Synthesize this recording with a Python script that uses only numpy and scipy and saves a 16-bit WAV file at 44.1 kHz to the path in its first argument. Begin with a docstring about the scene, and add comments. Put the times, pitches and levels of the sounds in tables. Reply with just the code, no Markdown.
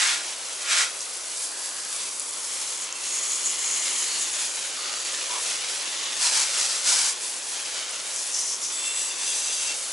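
"""A garden hose washes a bicycle on a paved driveway, an arm's length from the microphone.
Throughout, shaped noise makes water patter on the paving, random hits make mist hiss and drops spatter,
and short high tones tick. The same kind of hits, filtered, drum on the front wheel first. From about 1 s,
brief rings and broad bright splashes, each one resonance, come as the jet crosses the bike. Then the stem
rings, the saddle rushes, the seat clamp rings, and near the end the frame tube rings long and clear."""
import sys
import numpy as np
from scipy import signal
from scipy.fft import rfft, irfft
from scipy.io import wavfile

SR = 44100
rng = np.random.default_rng(int(sys.argv[2]) if len(sys.argv) > 2 else 0)


def to_wav(s):
    """Save 16-bit WAV."""
    ch = np.atleast_2d(s).T  # columns
    pcm = np.round(np.clip(ch, -1, 1) * 32767)  # PCM
    wavfile.write(sys.argv[1], SR, pcm.astype(np.int16))


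N = 437472

TIME = np.arange(N) / SR  # seconds
FREQ = np.fft.rfftfreq(N, 1 / SR)  # Hz
HAND_HZ = 14  # how often the aim of the hand wavers, in new levels per second
JET_EDGE = 1.26  # flank of the jet: 1 is a soft skirt, 2 a bell
TOP_HZ = 11080  # highest pitch that the recorder lets through, in Hz


def undb(db):
    """Turn decibels into a gain."""
    return np.exp(np.asarray(db) * np.log(10) / 20)


def shape(points):
    """Draw a gain for every frequency through (frequency [Hz], level [dB]) points."""
    hz, db = np.transpose(points)
    return undb(np.interp(np.log(FREQ + 1), np.log(hz), db))


def ringing(modes):
    """Response of a part with several resonances, each of which radiates poorly below its pitch."""
    response = 0
    for hz, width, db in modes:
        damping = 1j * FREQ * width
        resonance = damping / (hz ** 2 - FREQ ** 2 + damping)
        response = response + undb(db) * resonance * np.minimum(FREQ / hz, 1)
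    return response


def resonate(x, hz, width):
    """One resonance driven by a stream of drops, scaled to an rms of 1 in the mid stream."""
    b, a = signal.iirpeak(hz, hz / width, fs=SR)
    ring = signal.lfilter(b, a, x)
    return ring / ring[0].std()


def through(x, response):
    """Filter a sound by a frequency response."""
    return irfft(rfft(x) * response, N)


def unit(response, lo=0, hi=SR / 2):
    """Scale a response so that white noise leaves it with an rms of 1 between lo and hi, in Hz."""
    in_band = (FREQ >= lo) & (FREQ <= hi)
    return response / np.sqrt(np.mean(np.abs(response) ** 2 * in_band))


def walk(rate):
    """Random levels, rate of them a second, joined by straight lines, with a spread near 1."""
    steps = rng.standard_normal(N // 20)
    return 1.174 * np.interp(TIME * rate, np.arange(len(steps)), steps)


def aimed(curve, waver_db):
    """Gain from (time [s], level [dB]) rows, with the waver of the hand on top."""
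    return undb(np.interp(TIME, *np.transpose(curve)) + waver_db * walk(HAND_HZ))


def contact(part, waver_db):
    """Share of the jet on a part: it slides on and off smoothly, and sags and wavers while it stays."""
    # The jet rests on a part of the bike:
    # (part, start [s], end [s], level [dB], sag [dB/s], time to slide on or off [s])
    passes = [("wheel", 0, 0.11, -23.5, 22, 0.078), ("wheel", .63, .68, -38, 0, .035),
              ("wheel", 0.724, 0.818, -22.6, 3, .042), ("stem", 2.68, 2.85, -38, 0, .03),
              ("stem", 3.15, 3.23, -30, 0, .09), ("stem", 3.31, 3.37, -27, 0, .04),
              ("stem", 3.46, 3.5, -26.5, 0, 0.03), ("stem", 3.62, 4.4, -30, 3, .06),
              ("stem", 4.45, 5.15, -39, 4, .08), ("saddle", 6.23, 6.275, -26.5, 0, 0.027),
              ("saddle", 6.34, 6.43, -27, 28, 0.042), ("saddle", 6.6, 6.76, -29.5, 30, 0.11),
              ("saddle", 6.88, 7.1, -24, 36, .026), ("clamp", 8.15, 8.2, -30.5, 15, .04),
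              ("clamp", 8.35, 8.54, -27, 3, .03), ("clamp", 8.65, 8.69, -31.5, 0, 0.043),
              ("tube", 8.88, 9.1, -38, 0, .17), ("tube", 9.25, 9.71, -34.3, 0, 0.041)]
    gain = np.zeros(N)
    for name, start, end, db, sag, slide in passes:
        if name == part:
            held = np.clip(TIME, start, end)
            flank = np.exp(-np.abs((TIME - held) / slide) ** JET_EDGE)
            level = undb(db - sag * (held - start))
            gain = np.hypot(gain, level * flank)
    return gain * undb(waver_db * walk(HAND_HZ))


def drops(rate, scatter_db, fine_db, flutter_db):
    """Impacts (rate a second) of scattered size and place over countless fine droplets, as mid and side."""
    sizes = undb(scatter_db * np.clip(rng.standard_normal(N), -2.6, 2.6))
    signs = np.sign(rng.random(N) - .5)
    lands = rng.random(N) < rate / SR
    hits = signs * sizes * lands
    places = np.array([np.ones(N), rng.standard_normal(N)])
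    water = hits / hits.std() * places + undb(fine_db) * rng.standard_normal((2, N))
    # the jet breaks into slugs, so the impacts come in clumps
    water = water * undb(flutter_db * (1.06 * walk(45) + walk(220)))
    return water / water[0].std()


def paving():
    """The rest of the water falls on the paving in a steady patter of shaped noise."""
    # Tone color of water on the paving: (frequency [Hz], level [dB])
    color = [(25, -32), (70, -25), (90, -21.5), (120, -20.5), (170, -18), (240, -10), (350, -2.5),
             (550, 1.5), (720, -2.5), (1050, 1), (1600, -3), (3000, -12.5), (9000, -24.5)]
    return undb(-45.5) * through(rng.standard_normal((2, N)), unit(shape(color)))


def mist():
    """Fine mist hisses at the nozzle: many small impacts, mostly heard at high pitch."""
    # Tone color of the mist: (frequency [Hz], level [dB])
    color = [(40, -60), (500, -26), (1500, -17), (3500, -9.5), (5000, -4), (7000, -0.5), (8400, 0),
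             (9400, -4), (10500, 2), (11200, -5)]
    # Level of the hiss as the hand aims the nozzle: (time [s], level [dB])
    level = [(0.28, -42.5), (1.18, -41.0), (1.44, -36.5), (1.56, -41.5), (1.66, -36.5), (1.78, -42.5),
             (2.04, -38), (2.82, -39.5), (2.9, -46.0), (3.0, -39), (4.12, -35.5), (4.7, -41.5), (5.18, -41),
             (5.48, -37.5), (6.05, -42.0), (6.8, -40), (7.09, -33.5), (7.17, -44.5), (7.24, -36.5),
             (7.42, -43.5), (7.52, -37.5), (7.9, -45), (8.0, -39.5), (8.2, -38.5), (8.58, -40.5),
             (9.02, -37), (9.16, -40.5), (9.26, -37.5), (9.9, -39)]
    water = drops(rate=4500, scatter_db=6.0, fine_db=2.5, flutter_db=0.77)
    return through(water, unit(shape(color), lo=9420, hi=10750)) * aimed(level, waver_db=1.0)


def spatter():
    """Drops spatter on spokes and tubes, as impacts with a broad tone color."""
    # Tone color of the spatter: (frequency [Hz], level [dB])
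    color = [(40, -42), (170, -23.5), (330, -9.5), (550, -6.5), (750, -10.5), (1100, -5.5), (1600, -5),
             (2300, -1.5), (3100, 0), (4000, -0.5), (6500, 0), (9000, -8), (11200, -26)]
    # Level of the spatter, highest with the jet in the spokes: (time [s], level [dB])
    level = [(0.28, -42.5), (1.1, -46.0), (1.8, -46.5), (2.02, -42), (2.16, -49.5), (2.72, -42.5),
             (2.92, -43.5), (3.78, -38.5), (4.8, -40), (5.36, -37), (6.1, -37.5), (7.2, -43), (7.42, -44.5),
             (7.74, -37.5), (8.16, -44.5), (8.62, -45), (8.76, -42), (9.7, -40.5), (9.78, -44)]
    water = drops(rate=4000, scatter_db=4, fine_db=-1, flutter_db=0.74)
    return through(water, unit(shape(color), lo=2450, hi=3950)) * aimed(level, waver_db=0.64)


def strays(count, peak_db, spread_db):
    """Small drops that bounce back at random, as rows of time, peak level, pitch and length."""
    when, size, pitch = rng.random((count, 3)).T
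    s = when * (TIME[-1] - .01)  # leaves room for the last drop to end
    db = peak_db - spread_db * np.sqrt(size)
    return np.transpose([s, db, 5500 + 5000 * pitch, np.full(count, .0006)])


def ticks():
    """Each short high tick is a tone of a few cycles that swells and fades at once."""
    # Short high ticks: (time [s], peak level [dB], pitch [Hz], length [s])
    high_ticks = [(1.007, -15, 6000, .0007), (1.395, -17, 8500, .0007), (1.442, -17, 8500, .0007),
                  (2.197, -10, 8300, .0007), (2.202, -19, 10400, .002), (2.926, -13.5, 6650, .001),
                  (2.926, -25, 10800, 0.00092), (7.894, -17, 8040, 0.00063), (8.162, -13, 7700, .0007)]
    out = np.zeros(N)
    for s, db, hz, length in np.vstack([high_ticks, strays(count=130, peak_db=-17, spread_db=6)]):
        start = int(s * SR)
        swell = np.hanning(int(length * SR))
        tone = np.sin(2 * np.pi * hz * TIME[:len(swell)])
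        out[start:start + len(swell)] += undb(db) * swell * tone
    return out


def crossings(jet):
    """Narrow resonances ring and wide ones splash; each swells and fades as the jet crosses the bike."""
    # Brief rings and broad bright splashes as the jet crosses the bike:
    # (start [s], end [s], pitch [Hz], width [Hz], level [dB])
    rings_and_splashes = [(1.3, 2.15, 4670, 450, -44.5), (1.42, 2.025, 1650, 160, -49),
                          (2.8, 3.25, 2690, 30, -47.5), (3.478, 4.2, 2160, 260, -45.5),
                          (3.2, 4.45, 2900, 250, -45), (0.996, 1.04, 6000, 2000, -37),
                          (3.85, 3.89, 4800, 3000, -31), (4.047, 4.214, 4350, 90, -36.5),
                          (4.26, 4.41, 9800, 200, -40), (4.697, 5.15, 4520, 80, -42),
                          (4.74, 5.02, 1250, 80, -45), (5.285, 5.41, 986, 50, -37.5),
                          (5.85, 6.2, 3500, 200, -41.5), (8.68, 9.15, 7770, 170, -32),
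                          (9.144, 9.792, 6330, 550, -35.5), (9.098, 9.802, 7900, 1100, -34.5)]
    out = np.zeros((2, N))
    for start, end, hz, width, db in rings_and_splashes:
        span = slice(int(start * SR), int(end * SR))
        burst = resonate(jet[:, span], hz, width)
        out[:, span] += burst * undb(db) * signal.windows.tukey(burst.shape[1], .4)
    return out


def tube(jet):
    """The frame tube rings long and clear; its modes join in as the jet moves off their nodes."""
    # Resonances of the tube: (pitch [Hz], width [Hz], level before sharing [dB], start [s])
    modes = [(2725, 12, -0.5, 8.8), (3330, 14, -8, 9.2), (3520, 20, -2.5, 8.68), (3790, 24, -3, 9.18),
             (4770, 40, 1, 8.98), (5530, 35, -4, 9.6), (6030, 50, 3.5, 8.95), (7300, 98, 0, 9.1)]
    ring, power = 0, 1e-3  # a little above zero, to avoid dividing by zero
    for hz, width, db, start in modes:
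        drive = undb(db) * np.clip((TIME - start) / .08, 0, 1)
        ring = ring + resonate(jet, hz, width) * drive
        power = power + drive ** 2
    # the modes share the power
    return ring / np.sqrt(power) * contact("tube", waver_db=1.0)


def fittings(jet):
    """Stem and seat clamp ring short and bright; being small, they slip in and out of the jet."""
    # Resonances of the stem: (pitch [Hz], width [Hz], relative level [dB])
    stem_modes = [(6780, 300, 7), (7100, 300, 1.5), (7680, 320, -5)]
    # Resonances of the seat clamp: (pitch [Hz], width [Hz], relative level [dB])
    clamp_modes = [(5580, 240, -1.5), (6100, 280, 1), (6500, 400, -7), (7050, 100, 2), (7950, 300, -9)]
    stem = through(jet, unit(ringing(stem_modes))) * contact("stem", waver_db=2.1)
    clamp = through(jet, unit(ringing(clamp_modes))) * contact("clamp", waver_db=2.1)
    return stem + clamp


def saddle(jet):
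    """The padded saddle shatters the jet into a broad, bright rush."""
    # Tone color of the jet on the saddle: (frequency [Hz], level [dB])
    color = [(40, -65), (200, -28), (500, -18), (950, -3.5), (1400, -3.5), (2000, -3.5), (3500, -1),
             (4900, 4.5), (7000, 4), (8300, 3), (9400, -1), (11200, -1.5)]
    return through(jet, unit(shape(color), lo=1000, hi=5020)) * contact("saddle", waver_db=0.4)


def wheel(jet):
    """The full jet drums on the front tyre and fork: a broad splash with resonances."""
    # Tone color of the splash: (frequency [Hz], level [dB])
    color = [(40, -65), (350, -35), (600, -14.5), (1000, -6.5), (1400, -2.5), (2100, 0.5), (2800, 0),
             (5000, 0), (8000, 0), (9500, -7), (11200, -6.5)]
    # Resonances of the wheel: (pitch [Hz], width [Hz], relative level [dB])
    modes = [(1413, 45, 6), (1620, 70, 3), (1700, 40, -6), (1930, 62, -4), (2160, 57, 3), (2300, 64, -3),
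             (3300, 190, -4), (5000, 130, -7)]
    splash = unit(shape(color))
    resonances = undb(-8) * np.abs(unit(ringing(modes)))
    # the resonances stand out of the splash without cancelling it
    body = np.hypot(splash, resonances)
    return through(jet, unit(body, lo=1000, hi=5100)) * contact("wheel", waver_db=0.3)


def glance(x):
    """Nearby surfaces reflect the water's sound and ripple its tone; the paths change as the hand moves."""
    # Reflections off the bike and the house wall:
    # (delay [s], sway of the path [share of the delay], level against the direct sound [dB])
    echoes = [(.0012, 0.197, -14.5), (.019, .02, -14.5)]
    out, power = x, 1
    for delay, sway, db in echoes:
        heard_at = TIME - delay * np.exp(sway * walk(1.5))
        echo = np.array([np.interp(heard_at, TIME, channel, left=0) for channel in x])
        out = out + undb(db) * echo
        power += undb(db) ** 2
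    return out / np.sqrt(power)


def microphone(mid, side):
    """Two close ports hear nearly the same water, the right one slightly earlier."""
    # How alike left and right are: (frequency [Hz], coherence [0-1])
    alike = [(60, 0.97), (130, 0.95), (270, 0.92), (580, 0.7), (1230, 0.63), (2610, 0.74), (5540, 0.89),
             (11800, 0.84)]
    # Difference in loudness: (frequency [Hz], left minus right [dB])
    loudness_lean = [(100, 0.5), (1000, -.5), (2000, -1), (4000, 0.5), (10000, 1.1)]
    # Difference in phase: (frequency [Hz], how far left leads [radians])
    port_phase = [(60, 0), (350, -.25), (950, -0.56), (2200, -0.3), (4300, -0.08), (11000, -0.18)]
    likeness = np.clip(np.interp(FREQ, *np.transpose(alike)), 0, 1)
    mid = rfft(mid)
    side = rfft(side) * np.sqrt((1 - likeness) / (1 + likeness))
    # each side takes half of the differences
    phase = np.interp(FREQ, *np.transpose(port_phase))
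    lean = np.sqrt(shape(loudness_lean)) * np.exp(.5j * phase)
    return irfft([(mid + side) * lean, (mid - side) / lean], N)


def scene():
    """The spray and everything that it strikes, heard in stereo."""
    # the dense middle of the jet, then its coarser, sputtering edge
    core = drops(rate=5000, scatter_db=2.5, fine_db=-2.5, flutter_db=0.5)
    fringe = drops(rate=2300, scatter_db=1.5, fine_db=-7.5, flutter_db=1.1)
    spray = paving() + mist() + spatter()
    reflected = glance(spray + saddle(core) + wheel(core))
    mid, side = reflected + crossings(core) + tube(fringe) + fittings(fringe)
    return microphone(mid + ticks(), side)


def record(dry):
    """The recorder cuts the top steeply with a low-pass filter."""
    low_pass = signal.ellip(12, .1, 85, TOP_HZ, fs=SR, output="sos")
    return signal.sosfilt(low_pass, dry)


dry = scene()
out = record(dry)
to_wav(out)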